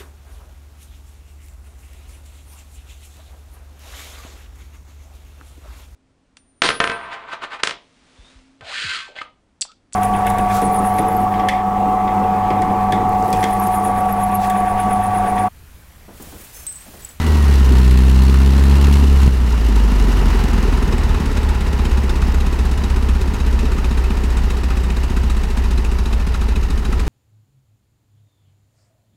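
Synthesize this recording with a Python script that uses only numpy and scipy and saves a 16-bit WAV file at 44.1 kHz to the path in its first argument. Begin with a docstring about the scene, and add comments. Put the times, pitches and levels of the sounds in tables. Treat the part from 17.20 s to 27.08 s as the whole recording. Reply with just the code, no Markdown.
"""Old bus on a mountain road

Microphone at the nose, a bus length from the air-cooled flat four. It coasts, pulls hard for a second,
then the revs sink until it lugs and gently bucks: the exhaust burbles, its drone breaks into muffler
thumps, and one cylinder bank chuffs through a leaky joint once a turn, over the rush of fan and tyres.
A driveline knock as the throttle shuts ducks the recorder's limiter."""
import sys
import numpy as np
from scipy import signal
from scipy.fft import rfft, irfft, next_fast_len
from scipy.io import wavfile
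from scipy.ndimage import uniform_filter1d, map_coordinates

SR = 44100
rng = np.random.default_rng(int(sys.argv[2]) if len(sys.argv) > 2 else 0)


def pcm_store(signal):
    """Save signal as 16-bit PCM."""
    levels = np.round(np.clip(np.atleast_2d(signal), -1, 1) * 32767)
    wavfile.write(sys.argv[1], SR, levels.astype(np.int16).T)


N = 435692
T = np.arange(N) / SR


def from_db(db):
    """Decibels to gain."""
    return 10 ** (np.asarray(db) / 20)


def rms_one(x):
    """Scale to unit power."""
    return x / np.sqrt(np.mean(x ** 2) + 1e-20)


def even(x, size=12000):
    """Hold unit power over every stretch of a few engine turns."""
    return x / np.sqrt(uniform_filter1d(uniform_filter1d(x ** 2, size), size // 2) + 1e-12)


def in_time(rows):
    """Each column of a timed curve at every sample."""
    times, *columns = np.transpose(rows)
    return [np.interp(T, times, column) for column in columns]


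def drift(rate):
    """Smooth random wander of spread 1 that changes about rate times a second."""
    wander = map_coordinates(rng.standard_normal(8192), [T[::20] * rate + 2], order=3, mode="wrap")
    return rms_one(wander).repeat(20)[:N]


def coloured(spectrum):
    """Noise of unit power with the given spectrum, rolled off beyond its ends."""
    hz, level_db = np.transpose(spectrum)
    size = next_fast_len(N)
    f = np.arange(1, size // 2 + 2) * SR / size
    skirts = 1 / (1 + (hz[0] / f) ** 4) / (1 + (f / (2 * hz[-1])) ** 4)
    gain = from_db(np.interp(np.log(f), np.log(hz), level_db)) * skirts
    return rms_one(irfft(rfft(rng.standard_normal(size)) * gain, size)[:N])


def resonate(x, modes):
    """Ring parallel resonances with alternating signs."""
    out = 0
    for k, (hz, width_hz, level_db) in enumerate(modes):
        r = np.exp(-np.pi * width_hz / SR)
        poles = [1, -2 * r * np.cos(2 * np.pi * hz / SR), r * r]
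        ring = signal.lfilter([1, 0, -1], poles, x + 1e-18) * (1 - r * r) / 2
        out = out + (-1) ** k * from_db(level_db) * ring
    return out


def band(x, low_hz, high_hz):
    """Gentle band-pass."""
    return signal.sosfilt(signal.butter(2, [low_hz, high_hz], "band", fs=SR, output="sos"), x)


def puffs(crank, strength_db, delay, width, scatter_db):
    """One smooth puff a firing, of its cylinder's strength plus chance; delay and width in firings."""
    angle = crank - delay + .5
    stroke = np.floor(angle).astype(int)
    chance_db = scatter_db * np.clip(rng.standard_normal(1024), -2, 2)
    shape = np.exp(-.5 * ((angle - stroke - .5) / width) ** 2)
    return shape * from_db(np.take(strength_db, stroke, mode="wrap") + chance_db[stroke])


def linger(flow, tail_s, share):
    """A share of the energy echoes on between the underbody and the road."""
    r = np.exp(-1 / (tail_s * SR))
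    echo = signal.lfilter([1 - r], [1, -r], flow ** 2)
    return np.sqrt((1 - share) * flow ** 2 + share * echo)


def jolts(events, modes, decay_s, trim_db, size=6000):
    """Each jolt is a short, dying burst of noise that rings the given resonances."""
    out, envelope = np.zeros(N + size), np.exp(-T[:size] / decay_s)
    for time_s, level_db in events:
        ring = resonate(rng.standard_normal(size) * envelope, modes)
        start = int(time_s * SR)
        out[start:start + size] += from_db(level_db + trim_db) * np.std(envelope) * rms_one(ring)
    return out[:N]


# Low, gusty rumble at the microphone: (frequency [Hz], relative density [dB])
RUMBLE_SPECTRUM = [(15, -17), (30, 3), (45, -2), (70, -0.5), (110, -9.5), (300, -31.5)]


def rumble(load, swell_db):
    """A low rumble gusts, swelling with the tyre rush and dipping under load."""
    return from_db(-22 - 4.5 * load + .74 * swell_db) * coloured(RUMBLE_SPECTRUM)


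# Running gear under the floor: (time [s], pitch [Hz], level [dB])
HOWL_TRACK = [(0, 950, -41), (.4, 925, -48), (.55, 925, -35), (.65, 916, -51), (1.6, 919, -47),
              (2.3, 920, -48), (3.2, 873, -43), (4.3, 842, -41), (5.6, 811, -49), (6.5, 773, -54)]


def howl(width_hz=55):
    """A breathy howl of the running gear sinks as the bus slows."""
    hz, level_db = in_time(HOWL_TRACK)
    angle = 2 * np.pi * np.cumsum(hz) / SR
    return from_db(level_db) * (drift(width_hz) * np.cos(angle) + drift(width_hz) * np.sin(angle))


# Gears, faint from the nose: (time [s], pitch [Hz], level [dB])
WHINE_TRACK = [(0, 2020, -33.5), (.12, 1925, -36), (.35, 1845, -41), (.6, 1810, -48), (4, 1780, -58)]


def whine(wobble_rad=.25):
    """A thin, unsteady gear whine falls and fades."""
    hz, level_db = in_time(WHINE_TRACK)
    angle = 2 * np.pi * np.cumsum(hz) / SR
    return from_db(level_db - drift(40)) * np.sin(angle + wobble_rad * drift(60))


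# Air over the fins at the far end of the bus: (frequency [Hz], relative density [dB])
AIR_SPECTRUM = [(2000, -20), (2800, 17.5), (3350, 4.5), (3900, 9.5), (4700, 3.5), (5600, 5.5), (7200, 1),
                (10000, -5.5), (12500, -3), (15500, -13)]


def cooling_air(load, lugging, swell_db, treble_db, flutter_db=3.5):
    """Air hisses over the fins and swells with the fan; its share of the treble peaks when coasting."""
    share_db = -1.5 - 7 * lugging ** 2 - 6.5 * load + .56 * swell_db
    return from_db(treble_db + share_db + flutter_db * drift(150)) * coloured(AIR_SPECTRUM)


# Fan and tyre rush at the microphone: (time [s], level [dB])
RUSH_TRACK = [(0, -30.5), (.45, -31), (.9, -33), (1.65, -30), (1.9, -32.5), (2.4, -29.5), (3.1, -26.5),
              (3.7, -29), (4.3, -31.5), (5.7, -33.5), (6.8, -33.5), (8, -34.5), (9.5, -36), (9.8, -35)]
# Its colour from the nose: (frequency [Hz], relative density [dB])
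RUSH_SPECTRUM = [(300, 6), (480, -1.5), (620, -6), (740, -4.5), (980, -0.5), (1120, -6), (1300, -5.5),
                 (1650, -10.5), (1800, -6.5), (2300, -13), (2850, -12), (3300, -19.5), (4500, -19.5),
                 (9000, -32.5)]


def fan_and_tyres(crank, load, rush_db, throb=.042, flutter_db=.9):
    """Fan and tyres rush, throbbing a little with the crank and pulsing at every firing under load."""
    beat = np.exp(throb * puffs(crank, CHUFF_DB, delay=.19, width=.18, scatter_db=7))
    pulse_db = 1.7 * load * np.cos(2 * np.pi * (crank - .35))
    rush = coloured(RUSH_SPECTRUM) * beat * from_db(pulse_db + flutter_db * drift(120))
    return from_db(rush_db + 1) * even(rush)


# Thuds through the body behind the microphone, the first as the throttle opens: (time [s], relative level [dB])
BODY_THUDS = [(0.508, -4), (3.725, -6), (6.427, -8), (9.687, -14), (9.729, -16)]


def thuds():
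    """Thuds jolt the body, ringing its shell, panels and exhaust."""
    return jolts(BODY_THUDS, BODY_MODES + PANEL_MODES + BURBLE_MODES, decay_s=.01, trim_db=-7)


# The eight valves in turn: (relative tick level [dB])
VALVE_TICKS_DB = [0, -4, -2, -11, -9, -16, 3, -11]
# Ring of the valve gear: (frequency [Hz], width [Hz], gain [dB])
VALVE_MODES = [(4770, 250, 12), (5540, 350, 9), (7350, 200, -9), (11500, 400, -23)]


def tappets(crank, lugging, treble_db):
    """Valve gear ticks unevenly with a thin ring, twice a firing, standing out as the revs fall."""
    ticks = puffs(2 * crank, VALVE_TICKS_DB, delay=.24, width=.1, scatter_db=1.8)
    hiss = coloured(HISS_SPECTRUM)
    ring = from_db(-4) * rms_one(resonate(rng.standard_normal(N), VALVE_MODES))
    ticking = linger(ticks, tail_s=.0055, share=1) * (hiss + ring)
    return from_db(treble_db - 17.5 + 6 * lugging) * even(ticking)


def tinware_rattle(crank, rush_db):
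    """Strong firings knock the engine's tinware."""
    blows = puffs(crank, CHUFF_DB, delay=.83, width=.07, scatter_db=1.2)
    tin = band(rng.standard_normal(N), 845, 1520)
    return from_db(rush_db - 10.5) * rms_one(linger(blows, tail_s=.0067, share=.52) * tin)


# Clacks that carry from the engine bay: (time [s], relative level [dB])
TIN_CLACKS = [(1.141, -18), (3.725, -19.5), (4.1699, -29), (5.0226, -25.5), (6.5841, -25), (7.504, -24),
              (7.9704, -22), (9.1468, -19), (9.2216, -22), (9.7289, -18.5)]
# Sheet metal around the engine: (frequency [Hz], width [Hz], gain [dB])
TIN_MODES = [(1240, 200, 2), (1550, 160, -1.5), (1920, 400, -14)]


def tinware_clacks():
    """Now and then the tinware gives one loud clack."""
    return jolts(TIN_CLACKS, TIN_MODES, decay_s=.0055, trim_db=-3.5)


def driveline_knock(time_s=2.0795, width_s=.0015):
    """One dull, full-scale knock as the gears take up their slack."""
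    swing = ((T - time_s) / width_s) ** 2
    return (swing - 1) * np.exp(-swing / 2)


# Shell and panels between engine and microphone: (frequency [Hz], width [Hz], gain [dB])
BODY_MODES = [(143.7, 47, -5), (215.1, 25.3, 0), (271, 59, -9)]
PANEL_MODES = [(369, 28, 0.5), (428.7, 31.4, 0), (487, 18, -8)]


def boom(crank, lugging, level_db, modes, turbulence=.11):
    """Gas blows, each with its own turbulence, shake the given resonances."""
    blows = puffs(crank + .004 * drift(40), THUMP_DB, delay=.6, width=.025, scatter_db=.7)
    gusts = puffs(crank, THUMP_DB, delay=.57, width=.18, scatter_db=.7)
    swirl = (turbulence * gusts + .028) * rms_one(band(rng.standard_normal(N), 72, 700))
    # only slow firings land as separate blows; faster ones merge into a roar
    shake = resonate(.35 * lugging ** 2 * blows + swirl, modes)
    return from_db(level_db) * even(band(shake, 130, 480))


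# Hollow notes of the exhaust: (frequency [Hz], width [Hz], gain [dB])
BURBLE_MODES = [(238, 24, 6), (312, 32, -5)]


def burble(crank, firing_hz, load, peak_hz=48, span_hz=10):
    """With the throttle shut and the revs sinking, one bank burbles in the exhaust."""
    overrun = (1 - load) * np.exp(-.5 * ((firing_hz - peak_hz) / span_hz) ** 2)
    blows = puffs(crank + .04 * drift(40), BURBLE_DB, delay=.5, width=.04, scatter_db=1.5)
    gusts = puffs(crank, BURBLE_DB, delay=.5, width=.3, scatter_db=1.5) * rng.standard_normal(N)
    return from_db(-26) * overrun * even(band(resonate(blows + gusts, BURBLE_MODES), 168, 580))


# Pops from the tail of the bus: (time [s], relative level [dB])
EXHAUST_POPS = [(1.825, -1), (2.339, -15), (2.557, -5), (2.631, -15), (3.472, -6), (3.622, -7),
                (4.834, -16), (5.578, -16), (6.711, -25), (7.378, -15), (8.583, -10), (9.364, -8.5)]


def pops():
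    """Pops in the exhaust ring its hollow notes and the panels."""
    return jolts(EXHAUST_POPS, BURBLE_MODES + PANEL_MODES, decay_s=.0056, trim_db=-9)


# The exhaust pipe and the rasp of its joint: (frequency [Hz], width [Hz], gain [dB])
PIPE_MODES = [(1310, 360, 0), (2550, 186, 8), (3700, 98, 4), (3880, 116, 4), (5120, 720, -5.5),
              (6530, 200, -2.5), (6880, 180, -8), (7780, 510, -5)]
RASP_MODES = [(2650, 210, 0), (4200, 270, 0)]
# Dull chuff and brighter hiss, heard along the underbody: (frequency [Hz], relative density [dB])
CHUFF_SPECTRUM = [(500, -7), (1200, 10.5), (2200, 5.5), (3200, 3.5), (4400, 2), (6000, -0.5), (8000, -4),
                  (10500, -3), (12200, -9.5), (15500, -15)]
HISS_SPECTRUM = [(500, 3), (1200, 9.5), (2200, 6.5), (3200, 5), (4400, 4), (6000, -1), (8000, -1),
                 (12000, -4.5), (15500, -11)]


def leak(crank, load, lugging, treble_db, ring_change_db=2.5):
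    """Gas spits from a joint: a rasp at each firing under load, a chuff from one bank when lugging."""
    chuff = puffs(crank, CHUFF_DB, delay=.74, width=.105, scatter_db=.9)
    chuff = linger((.3 + .7 * lugging) * chuff, tail_s=.011, share=.6)
    spit = puffs(crank, SPIT_DB, delay=.3, width=.13, scatter_db=1.2)
    spit = linger(load * spit, tail_s=.004, share=.6)
    # each mode wanders in level, so every chuff rings differently
    rings = sum(resonate(rng.standard_normal(N), [mode]) * from_db(ring_change_db * drift(15))
                for mode in PIPE_MODES)
    ringing = from_db(-.5) * lugging ** 2 * rms_one(rings)
    rasp = from_db(-7) * load * rms_one(resonate(rng.standard_normal(N), RASP_MODES))
    gas = chuff * (coloured(CHUFF_SPECTRUM) + ringing) + spit * (coloured(HISS_SPECTRUM) + rasp)
    grit = from_db(drift(450))
    return from_db(treble_db + .5) * even(gas * grit)


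# The leaky joint's loudest chuffs, from the far end of the bus:
# (time [s], relative crack level [dB], ring pitch [Hz], relative ring level [dB])
LOUD_CHUFFS = [(3.7245, -22, 3900, -29), (4.1699, -21, 2560, -31), (4.653, -34, 3150, -26),
               (4.771, -40, 3900, -31), (4.8938, -26, 3650, -23), (5.017, -30, 3900, -34),
               (5.637, -24, 3900, -27), (5.888, -36, 3850, -30), (6.644, -30, 2550, -27),
               (7.3048, -27, 3850, -45), (7.702, -32, 2550, -24), (7.767, -40, 3900, -29),
               (8.098, -33, 3830, -29), (8.235, -28, 2520, -27), (8.577, -40, 3950, -25),
               (8.648, -34, 2560, -22), (8.856, -36, 3900, -28), (8.932, -37, 2580, -27),
               (9.142, -32, 3830, -31), (9.216, -32, 3800, -31), (9.358, -35, 3850, -28),
               (9.651, -28, 3830, -25), (9.795, -29, 2550, -25)]


def loud_chuffs(ring_width_hz=110):
    """The strongest chuffs from the leaky joint are each a sharp crack that rings the pipe."""
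    cracks = jolts([row[:2] for row in LOUD_CHUFFS], PIPE_MODES, decay_s=.006, trim_db=-4)
    rings = sum(jolts([(time_s, ring_db)], [(hz, ring_width_hz, 0)], decay_s=.0044, trim_db=-3)
                for time_s, _, hz, ring_db in LOUD_CHUFFS)
    return band(cracks + rings, 840, 13000)


# Relative cylinder strengths in firing order: (thump [dB], chuff [dB], spit [dB], burble [dB])
CYLINDER_STRENGTHS = [(-7, -21, -4, -15), (0, 0, 0, 0), (-6, -30, -3, -15), (-1, -2, -4, -5)]
THUMP_DB, CHUFF_DB, SPIT_DB, BURBLE_DB = np.transpose(CYLINDER_STRENGTHS)
# The muffler, a bus length away: (frequency [Hz], width [Hz], gain [dB])
MUFFLER_MODES = [(57.6, 31.4, -2.5), (73.4, 21.2, -6)]


def muffler_thumps(crank, firing_hz, lugging, surge, early_firings=.072, stall_hz=31.4):
    """At low revs each firing rings the muffler on its own; the weak bank's gas arrives early."""
    uneven = crank + early_firings * np.sin(np.pi * crank / 2) ** 2
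    pulses = puffs(uneven, THUMP_DB, delay=1, width=.08, scatter_db=.8)
    stir = .015 * rms_one(band(rng.standard_normal(N), 30, 300))
    ring = band(resonate(pulses + stir, MUFFLER_MODES), 31.8, 150)
    # the thumps swell and sag as the bus bucks, and weaken near a stall
    level_db = -15.5 + 1.5 * surge - .4 * np.maximum(stall_hz - firing_hz, 0)
    return np.sqrt(np.minimum(1.24 * lugging, 1)) * from_db(level_db) * even(ring)


# The tailpipe heard from the nose, throttle shut: (firing rate [Hz], level [dB])
TAILPIPE_RESPONSE = [(27, -19.5), (32, -17), (37, -16.5), (44, -13), (54, -9.5), (66, -9.5), (72, -10.5),
                     (82, -17.5)]
# Its overtones at full load: (multiple of the firing rate, level [dB])
DRONE_OVERTONES = [(1.5, -36.5), (2, -22.5), (3, -23.5), (3.5, -39.5), (4, -29.5), (5, -38), (6, -41)]


def exhaust_drone(crank, firing_hz, load, lugging, coast_buzz=.26):
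    """Pressure swings at the firing rate, loudest where the pipe resonates; load steepens it to a buzz."""
    level_db = np.interp(firing_hz, *np.transpose(TAILPIPE_RESPONSE)) + 1.16 * load
    waver_db = .24 * (.5 - 1.1 * load) * drift(30)
    pressure = from_db(level_db + waver_db) * np.cos(2 * np.pi * (crank - .914 - .051 * lugging))
    buzz = (coast_buzz + (1 - coast_buzz) * load) * (1 - lugging)
    for order, overtone_db in DRONE_OVERTONES:
        wave = -np.cos(2 * np.pi * order * (crank - .3176))
        pressure += buzz * from_db(overtone_db - drift(30.05)) * wave
    return np.sqrt(2) * pressure


def bucking(firing_hz, below_hz=37.4, fade_hz=3.7, crest_s=4.66, period_s=.425):
    """Slow surge of the lugging engine, between -1 and 1."""
    depth = np.clip((below_hz - firing_hz) / fade_hz, 0, 1)
    return depth * np.cos(2 * np.pi * (T - crest_s) / period_s)


# Engine speed along the road: (time [s], firing rate [Hz])
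ENGINE_SPEED = [(0.0, 82.23), (0.13, 74.78), (0.44, 65.33), (0.67, 63.08), (1.73, 70.47), (2.02, 67.29),
                (2.5, 53.5), (2.88, 47.0), (3.94, 35.92), (4.5, 32.8), (6.4, 31.66), (7.19, 29.9),
                (7.84, 30.34), (8.26, 29.43), (9.61, 27.1), (9.88, 28.22)]
# The throttle: (time [s], load [0-1])
ENGINE_LOAD = [(0, .4), (.5, .35), (.56, 1), (1.77, 1), (1.87, .35), (2.06, .5), (2.35, 0)]


def scene():
    """Engine and road meet at one microphone on the nose; the crank times the engine's pulses."""
    firing_hz, = in_time(ENGINE_SPEED)
    load, = in_time(ENGINE_LOAD)
    rush_db, = in_time(RUSH_TRACK)
    surge = bucking(firing_hz)
    crank = np.cumsum(firing_hz) / SR - .014 * surge   # counted in firings
    lugging = np.clip((56 - firing_hz) / 19, 0, 1)   # firings separate as the revs fall
    swell_db = rush_db - rush_db.mean()
    body_db = -27.5 - 2 * load + .94 * swell_db + .5 * surge
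    panel_db = -35.5 + 2 * load + swell_db
    treble_db = -39 + 2.5 * load + .095 * swell_db + 1.7 * np.log2(firing_hz / firing_hz.mean())
    mix = exhaust_drone(crank, firing_hz, load, lugging)
    mix += muffler_thumps(crank, firing_hz, lugging, surge)
    mix += boom(crank, lugging, body_db, BODY_MODES)
    mix += burble(crank, firing_hz, load) + pops()
    mix += boom(crank, lugging, panel_db, PANEL_MODES)
    mix += leak(crank, load, lugging, treble_db)
    mix += tappets(crank, lugging, treble_db) + tinware_rattle(crank, rush_db)
    mix += fan_and_tyres(crank, load, rush_db) + cooling_air(load, lugging, swell_db, treble_db)
    mix += thuds() + tinware_clacks() + rumble(load, swell_db)
    mix += loud_chuffs() + driveline_knock() + whine() + howl()
    return mix[None]


def limiter(x, release_db_per_s=1.5):
    """A peak over full scale pulls the gain down at once; it creeps back."""
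    over_db = 20 * np.log10(np.maximum(np.abs(x), 1))
    recovery_db = release_db_per_s * T
    return x * from_db(recovery_db - np.maximum.accumulate(over_db + recovery_db, axis=-1))


def record(dry):
    """The recorder limits the peaks and cuts the top above 15.8 kHz."""
    top_cut = signal.ellip(10, .1, 90, 15800, fs=SR, output="sos")
    return signal.sosfilt(top_cut, limiter(dry))


dry = scene()
out = record(dry)
pcm_store(out)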